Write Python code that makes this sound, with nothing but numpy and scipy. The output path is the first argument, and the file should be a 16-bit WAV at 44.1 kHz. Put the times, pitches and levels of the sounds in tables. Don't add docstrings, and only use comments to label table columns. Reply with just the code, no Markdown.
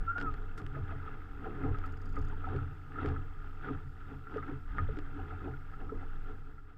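import sys
import numpy as np
from scipy import signal
from scipy.fft import rfft, irfft, next_fast_len
from scipy.io import wavfile
from scipy.ndimage import uniform_filter1d

SR = 44100
rng = np.random.default_rng(int(sys.argv[2]) if len(sys.argv) > 2 else 0)


def master_out(mix):
    frames = np.transpose(np.atleast_2d(mix))
    ceiling = np.clip(frames, -1, 1)
    pcm = np.round(ceiling * 32767).astype(np.int16)
    wavfile.write(sys.argv[1], SR, pcm)


N = 298557
TIME_S = np.arange(N) / SR

# crest_s, nominal_length_s, drum_db, boom_db, wash_db
WAVES = [(.03, 0.11, -56, -43, -52), (0.239, 0.064, -41.5, -42, -49.5), (0.413, 0.12, -54, -48.5, -52),
         (0.615, .06, -48, -42, -60.5), (0.775, .08, -48.5, -36, -51.5), (0.926, 0.063, -49.5, -38, -50),
         (1.097, 0.16, -53.5, -52.5, -50), (1.482, 0.14, -45.5, -49, -51),
         (1.656, 0.071, -37.5, -31.5, -48), (1.881, 0.14, -51.5, -42, -51),
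         (2.069, 0.035, -49.5, -40.5, -56.5), (2.184, 0.046, -44, -35, -52.5),
         (2.316, 0.13, -51.5, -43, -53.5), (2.534, 0.11, -44, -33, -46), (3.06, 0.094, -38, -32.5, -44),
         (3.463, 0.096, -59.5, -52, -53.5), (3.694, 0.056, -42, -38.5, -43),
         (3.827, 0.034, -60, -42.5, -64), (4.026, 0.024, -63, -49, -53), (4.125, 0.049, -48, -47, -52.5),
         (4.356, 0.062, -44, -44, -48), (4.507, 0.043, -41, -40.5, -46.5), (4.792, 0.062, -46, -32.5, -47),
         (4.98, .11, -52, -50.5, -51), (5.189, 0.096, -47.5, -42, -50.5), (5.326, 0.07, -52, -41.5, -50.5),
         (5.467, .06, -42.5, -39.5, -50.5), (5.64, 0.1, -76, -63, -56.5), (5.83, .06, -50, -50, -54),
         (5.935, .06, -46, -45, -60), (6.035, 0.038, -51, -52.5, -50), (6.156, 0.057, -60, -59, -54.5),
         (6.301, 0.056, -50, -50, -51.5), (6.493, 0.051, -55.5, -67, -57.5), (6.716, 0.082, -59, -56, -57)]
# freq_hz, width_hz, gain_db
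PANEL_MODES = [(169.3, 28.6, -6.5), (216, 28.5, -6.5), (279.7, 36.4, 2.5), (344, 38, -8), (424.4, 63.3, -4),
               (472, 30, -19), (752, 115, -16)]
HULL_AIR_MODES = [(86.9, 14.6, 3.5), (134.15, 12, -3.5)]
PAWL_MODES = [(4800, 760, 3.5), (6700, 820, -0.5), (8200, 290, -7), (9680, 650, -10), (12400, 1100, -10)]
# start_s, level_db, pitch_hz
PLOPS = [(.5776, -42.5, 1395), (.5985, -43.5, 1135), (.7493, -42.5, 1250), (.8897, -48.5, 1274),
         (1.0515, -46.5, 1310), (1.0756, -45, 1240), (1.443, -40.5, 1350), (1.6357, -38.5, 1253),
         (1.7442, -39, 1272), (1.8385, -38.5, 1294), (2.165, -38, 1230), (2.4405, -37, 1308),
         (2.586, -39, 1320), (2.9554, -42.5, 1254), (2.985, -35, 1334), (3.1603, -41, 1292),
         (3.644, -38.5, 1457), (3.6842, -40, 1230), (4.2684, -42.5, 1375), (4.3789, -36, 1240),
         (4.4244, -39, 1330), (4.7835, -27.5, 1240), (5.3064, -44, 1340), (5.405, -47, 1244),
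         (5.5363, -45.5, 1410), (5.735, -45, 1330), (5.892, -42, 1322), (6.5794, -45.5, 1374)]
KNOCKS = [(.158, -43.5, 723), (.762, -45.5, 653), (.918, -45, 664), (1.455, -39.5, 760),
          (1.461, -38.5, 431), (1.632, -35, 266), (1.655, -44.5, 800), (2.171, -38, 436),
          (2.32, -45.5, 880), (2.468, -39, 766), (2.522, -45, 767), (2.544, -33, 391), (3.045, -34.5, 432),
          (3.705, -30.5, 280), (4.358, -30, 420.6), (4.484, -38.5, 281), (4.885, -37.5, 430),
          (4.963, -38, 300), (5.16, -41.5, 286), (5.19, -42.5, 770), (5.318, -44.5, 742),
          (5.448, -37.5, 365), (5.472, -40, 760), (5.81, -46.5, 770), (5.918, -35.5, 428.5),
          (6.025, -46, 780)]
# time_s, pitch_hz, level_db, roughness_0_to_1
SQUEAK_CURVE = [(.064, 1378, -61, 0.25), (.082, 1350, -33, 0.07), (.108, 1392, -31.5, .1),
                (.122, 1370, -40.5, 0.7), (.148, 1419, -43.5, 0.6), (.168, 1400, -35.5, 0.25),
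                (.205, 1490, -44.5, 0.56), (.256, 1338, -41, 0.33), (.281, 1270, -34, 0),
                (.302, 1243, -43, 0.13), (.318, 1262, -65, .3)]
# start_s, level_db, t60_s, tilt_db_per_octave
TAPS = [(0.18, -41, 0.039, -9), (0.198, -51, 0.045, -4.5), (0.2118, -39.5, 0.023, -9),
        (0.224, -52.5, 0.017, -4.5), (.341, -48, 0.0044, -6), (0.575, -57, 0.081, 2.5),
        (0.617, -56, 0.0065, -5.5), (0.665, -46, 0.0045, -6), (1.771, -53, 0.021, -10),
        (1.786, -48, 0.0059, -7.5), (2.563, -55.5, 0.01, -7.5), (3.058, -44, 0.027, -9),
        (3.073, -50, 0.011, -8.5), (3.087, -47, 0.021, -9), (4.371, -49, 0.006, -8), (4.97, -51, 0.011, -8),
        (4.987, -47, 0.025, -7.5)]
# time_s, clicks_per_s
ROPE_SPEED = [(1.86, 14.3), (2.19, 35), (2.31, 24)]
# time_s, level_db
GUSTS = [(0, -32), (.13, -46.5), (.28, -37), (.7, -42), (1.55, -44.5), (1.75, -34), (2.0, -44.5),
         (2.15, -32), (2.85, -50), (3.12, -40), (3.8, -44), (4.3, -49), (4.9, -35.5), (5.35, -47),
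         (6.15, -37), (6.77, -47.5)]
# freq_hz, gain_db
GURGLE_SPECTRUM = [(450, -21), (560, -16.5), (680, -22), (780, -10.5), (860, -14.5), (1100, -19.5),
                   (1230, -1.5), (1400, -0.5), (1520, -8), (1720, -8.5), (1800, -14.5), (2050, -15),
                   (2400, -26.5), (12000, -96)]
SPRAY_SPECTRUM = [(1700, -14), (2350, -3.5), (2650, 3), (2950, -4.5), (3250, -2), (3600, -6), (4100, -16.5),
                  (4600, -16), (5150, -22.5), (5900, -27.5), (10000, -49)]
TAP_SPECTRUM = [(500, -12), (1000, -6), (1350, 6), (2000, 0), (3400, -2), (4100, -7), (5100, -3),
                (6000, -13), (7000, -10), (9500, -17), (12000, -22), (14000, -42)]
WIND_SPECTRUM = [(8, -31), (19, 5), (26, -12), (33, -14), (46, -19), (61, -21), (74, -38), (110, -41.5),
                 (200, -38.5), (500, -82.5), (4000, -140)]
HISS_SPECTRUM = [(1000, 9), (4000, 5.5), (5100, 7), (5900, 0.5), (6800, 1.5), (8000, 1), (9500, -4.5),
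                 (11800, -4), (13300, 0.5), (13800, 0.5), (14500, -15)]


def swell(crests_db, calm_db, delay_s, stretch):
    rise_share, crest_roundness = 0.82, 1.16
    power = from_db(calm_db) ** 2
    for (crest_s, length_s, *_), db in zip(WAVES, crests_db):
        age = (TIME_S - crest_s - delay_s) / (length_s * stretch)
        from_crest = np.minimum(np.maximum(age, -age / rise_share), 10)
        power = power + from_db(db) ** 2 * np.exp(-2 * from_crest ** crest_roundness)
    return 10 * np.log10(power)


def hull(drum_db, boom_db):
    drumming = evened(shaken(PANEL_MODES), span_s=.07)
    booming = evened(shaken(HULL_AIR_MODES), span_s=.12)
    return from_db(drum_db + 0.5) * drumming + from_db(boom_db - 0.5) * booming


def water(drum_db, wash_db):
    spurts_db = drift(corner_hz=12)
    swarm = bubbles(low_hz=600, high_hz=2400, t60_cycles=22, spread_db=3.2, rise=.1, count=6000)
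    foam = from_db(4) * noise()
    gurgle = evened(coloured(swarm + foam, GURGLE_SPECTRUM), span_s=.053)
    churn = evened(resonate(grains(per_s=890, spread_db=1.6), hz=986, width_hz=360), span_s=.33)
    trickle = bubbles(low_hz=1800, high_hz=4000, t60_cycles=40, spread_db=4, rise=.08, count=3500)
    drops = rms_one(grains(per_s=3000, spread_db=4)) + from_db(-5) * noise()
    spray = evened(coloured(drops + from_db(-9) * trickle, SPRAY_SPECTRUM), span_s=.84)
    gurgle_db = wash_db + spurts_db - 2
    spray_db = -72 + 0.96 * (wash_db - wash_db.mean()) + spurts_db
    return from_db(gurgle_db) * gurgle + from_db(drum_db - 17) * churn + from_db(spray_db) * spray


def air_pocket(hz, t60_s, attack_s, rise, size=8192):
    t = TIME_S[:size]
    tone = np.sin(2 * np.pi * hz * t * (1 + rise * t / t60_s))
    return tone * decay(t60_s, size) * (1 - np.exp(-(t / attack_s) ** 2))


def bubbles(low_hz, high_hz, t60_cycles, spread_db, rise, count, size=1024):
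    when, pitch, strength, sign = rng.random((count, 4)).T[:, :, None]
    hz = low_hz * (high_hz / low_hz) ** pitch
    gain = from_db(-spread_db * np.log(strength + .02)) * np.sign(sign - .5) * np.sqrt(hz)
    rings = gain * air_pocket(hz, t60_cycles / hz, .5 / hz, rise, size)
    indices = (when * N).astype(int) + np.arange(size)
    return rms_one(np.bincount(indices.ravel(), rings.ravel(), N)[:N])


def plops():
    out = np.zeros(N)
    for start_s, db, hz in PLOPS:
        note = air_pocket(hz, t60_s=.07, attack_s=.001, rise=.008)
        splash = 2.3 * burst(t60_s=.055)
        splash_ring = .6 * resonate(splash, hz=1850, width_hz=700)
        add(out, start_s, db + 3, coloured(note + splash + splash_ring, GURGLE_SPECTRUM))
    return out


def knocks():
    out = np.zeros(N)
    for start_s, db, hz in KNOCKS:
        note = air_pocket(hz, t60_s=.1, attack_s=.0033, rise=.005)
        splash = 4 * burst(t60_s=.11)
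        add(out, start_s, db - 0.5, resonate(note + splash, hz, width_hz=.38 * hz))
    return out


def squeak():
    hz, db, roughness = per_sample(SQUEAK_CURVE)
    phase = 2 * np.pi * np.cumsum(hz) / SR + 0.53 * roughness * drift(corner_hz=90)
    tone = np.sin(phase) + from_db(-38) * np.sin(2 * phase)
    rasp = 1 + 0.79 * roughness * drift(corner_hz=110)
    sliding = (TIME_S > SQUEAK_CURVE[0][0]) & (TIME_S < SQUEAK_CURVE[-1][0])
    return np.sqrt(2) * from_db(db) * tone * rasp * sliding


def deck_taps():
    out = np.zeros(N)
    for start_s, db, t60_s, tilt_db_per_octave in TAPS:
        envelope = decay(t60_s) - decay(.18 * t60_s)
        spectrum = [(hz, gain_db + tilt_db_per_octave * np.log2(hz / 1000))
                    for hz, gain_db in TAP_SPECTRUM]
        add(out, start_s, db + 9.5, coloured(envelope * noise(len(envelope)), spectrum))
    return out


def ratchet():
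    out = np.zeros(N)
    clicks_per_s = np.interp(TIME_S, *np.transpose(ROPE_SPEED), left=0, right=0)
    teeth = np.ceil(np.cumsum(clicks_per_s) / SR)
    for start_s in np.flatnonzero(np.diff(teeth)) / SR:
        snap = burst(t60_s=.038)
        ring = sum(from_db(db) * resonate(snap, hz, width_hz) for hz, width_hz, db in PAWL_MODES)
        add(out, start_s, peak_db=-60, sound=ring)
    return out


def wind():
    gust_db, = per_sample(GUSTS)
    return from_db(gust_db + 2.5) * evened(coloured(noise(), WIND_SPECTRUM), span_s=.15)


def from_db(db):
    return 10 ** (np.asarray(db) / 20)


def rms_one(x):
    return x / np.sqrt(np.mean(x ** 2) + 1e-20)


def per_sample(curve):
    time_s, *columns = np.transpose(curve)
    return [np.interp(TIME_S, time_s, column) for column in columns]


def noise(size=N):
    return rng.standard_normal(size)


def decay(t60_s, size=8192):
    return from_db(-60 * TIME_S[:size] / t60_s)


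def burst(t60_s, size=8192):
    return decay(t60_s, size) * noise(size)


def drift(corner_hz):
    rolloff = 1 + (np.fft.rfftfreq(N, 1 / SR) / corner_hz) ** 2
    return rms_one(irfft(rfft(noise()) / rolloff, N))


def grains(per_s, spread_db):
    sizes = from_db(spread_db * np.minimum(rng.exponential(1, N), 4)) * rng.choice([-1, 1], N)
    return sizes * (rng.random(N) < per_s / SR)


def evened(x, span_s):
    size = int(span_s * SR / 2)
    power = uniform_filter1d(uniform_filter1d(x ** 2, size), size)
    return x / np.sqrt(np.abs(power) + 1e-20)


def coloured(x, spectrum):
    size = 2 * next_fast_len(len(x) // 2 + 2048)
    hz, db = np.transpose(spectrum)
    log_hz = np.log(np.fft.rfftfreq(size, 1 / SR) + 0.00092)
    gain = from_db(np.interp(log_hz, np.log(hz), db))
    cepstrum = irfft(np.log(gain))
    cepstrum[1:size // 2] *= 2
    cepstrum[size // 2 + 1:] = 0
    return irfft(rfft(x, size) * np.exp(rfft(cepstrum)))[:len(x)]


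def resonate(x, hz, width_hz):
    radius = np.exp(-np.pi * width_hz / SR)
    b = (1 - radius ** 2) / 2 * np.array([1, 0, -1])
    a = [1, -2 * radius * np.cos(2 * np.pi * hz / SR), radius ** 2]
    return signal.lfilter(b, a, signal.lfilter(b, a, x + 1e-18))


def shaken(modes):
    return sum(from_db(db) * resonate(noise(), hz, width_hz) for hz, width_hz, db in modes)


def add(out, start_s, peak_db, sound):
    part = out[max(round(start_s * SR), 0):][:len(sound)]
    part += from_db(peak_db) * sound[:len(part)] / np.abs(sound).max()


def scene():
    _, _, drums_db, booms_db, washes_db = np.transpose(WAVES)
    wash_db = swell(washes_db, calm_db=-60.5, delay_s=-.016, stretch=1.46)
    drum_db = swell(drums_db, calm_db=-62, delay_s=0, stretch=.95)
    boom_db = swell(booms_db, calm_db=-51, delay_s=.042, stretch=1.08)
    chop = hull(drum_db, boom_db) + water(drum_db, wash_db) + plops() + knocks()
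    return (chop + deck_taps() + ratchet() + squeak() + wind())[None]


def record(dry):
    fade_start_s, fade_db_per_s, cutoff_hz = 6.3, 14, 13900
    hiss = from_db(-78) * rms_one(coloured(noise(), HISS_SPECTRUM))
    whine = from_db(-94) * rms_one(resonate(noise(), hz=13636, width_hz=30))
    fade = from_db(-fade_db_per_s * np.maximum(TIME_S - fade_start_s, 0))
    lowpass = signal.ellip(10, .1, 70, cutoff_hz, fs=SR, output="sos")
    return signal.sosfilt(lowpass, fade * (dry + hiss + whine))


dry = scene()
out = record(dry)
master_out(out)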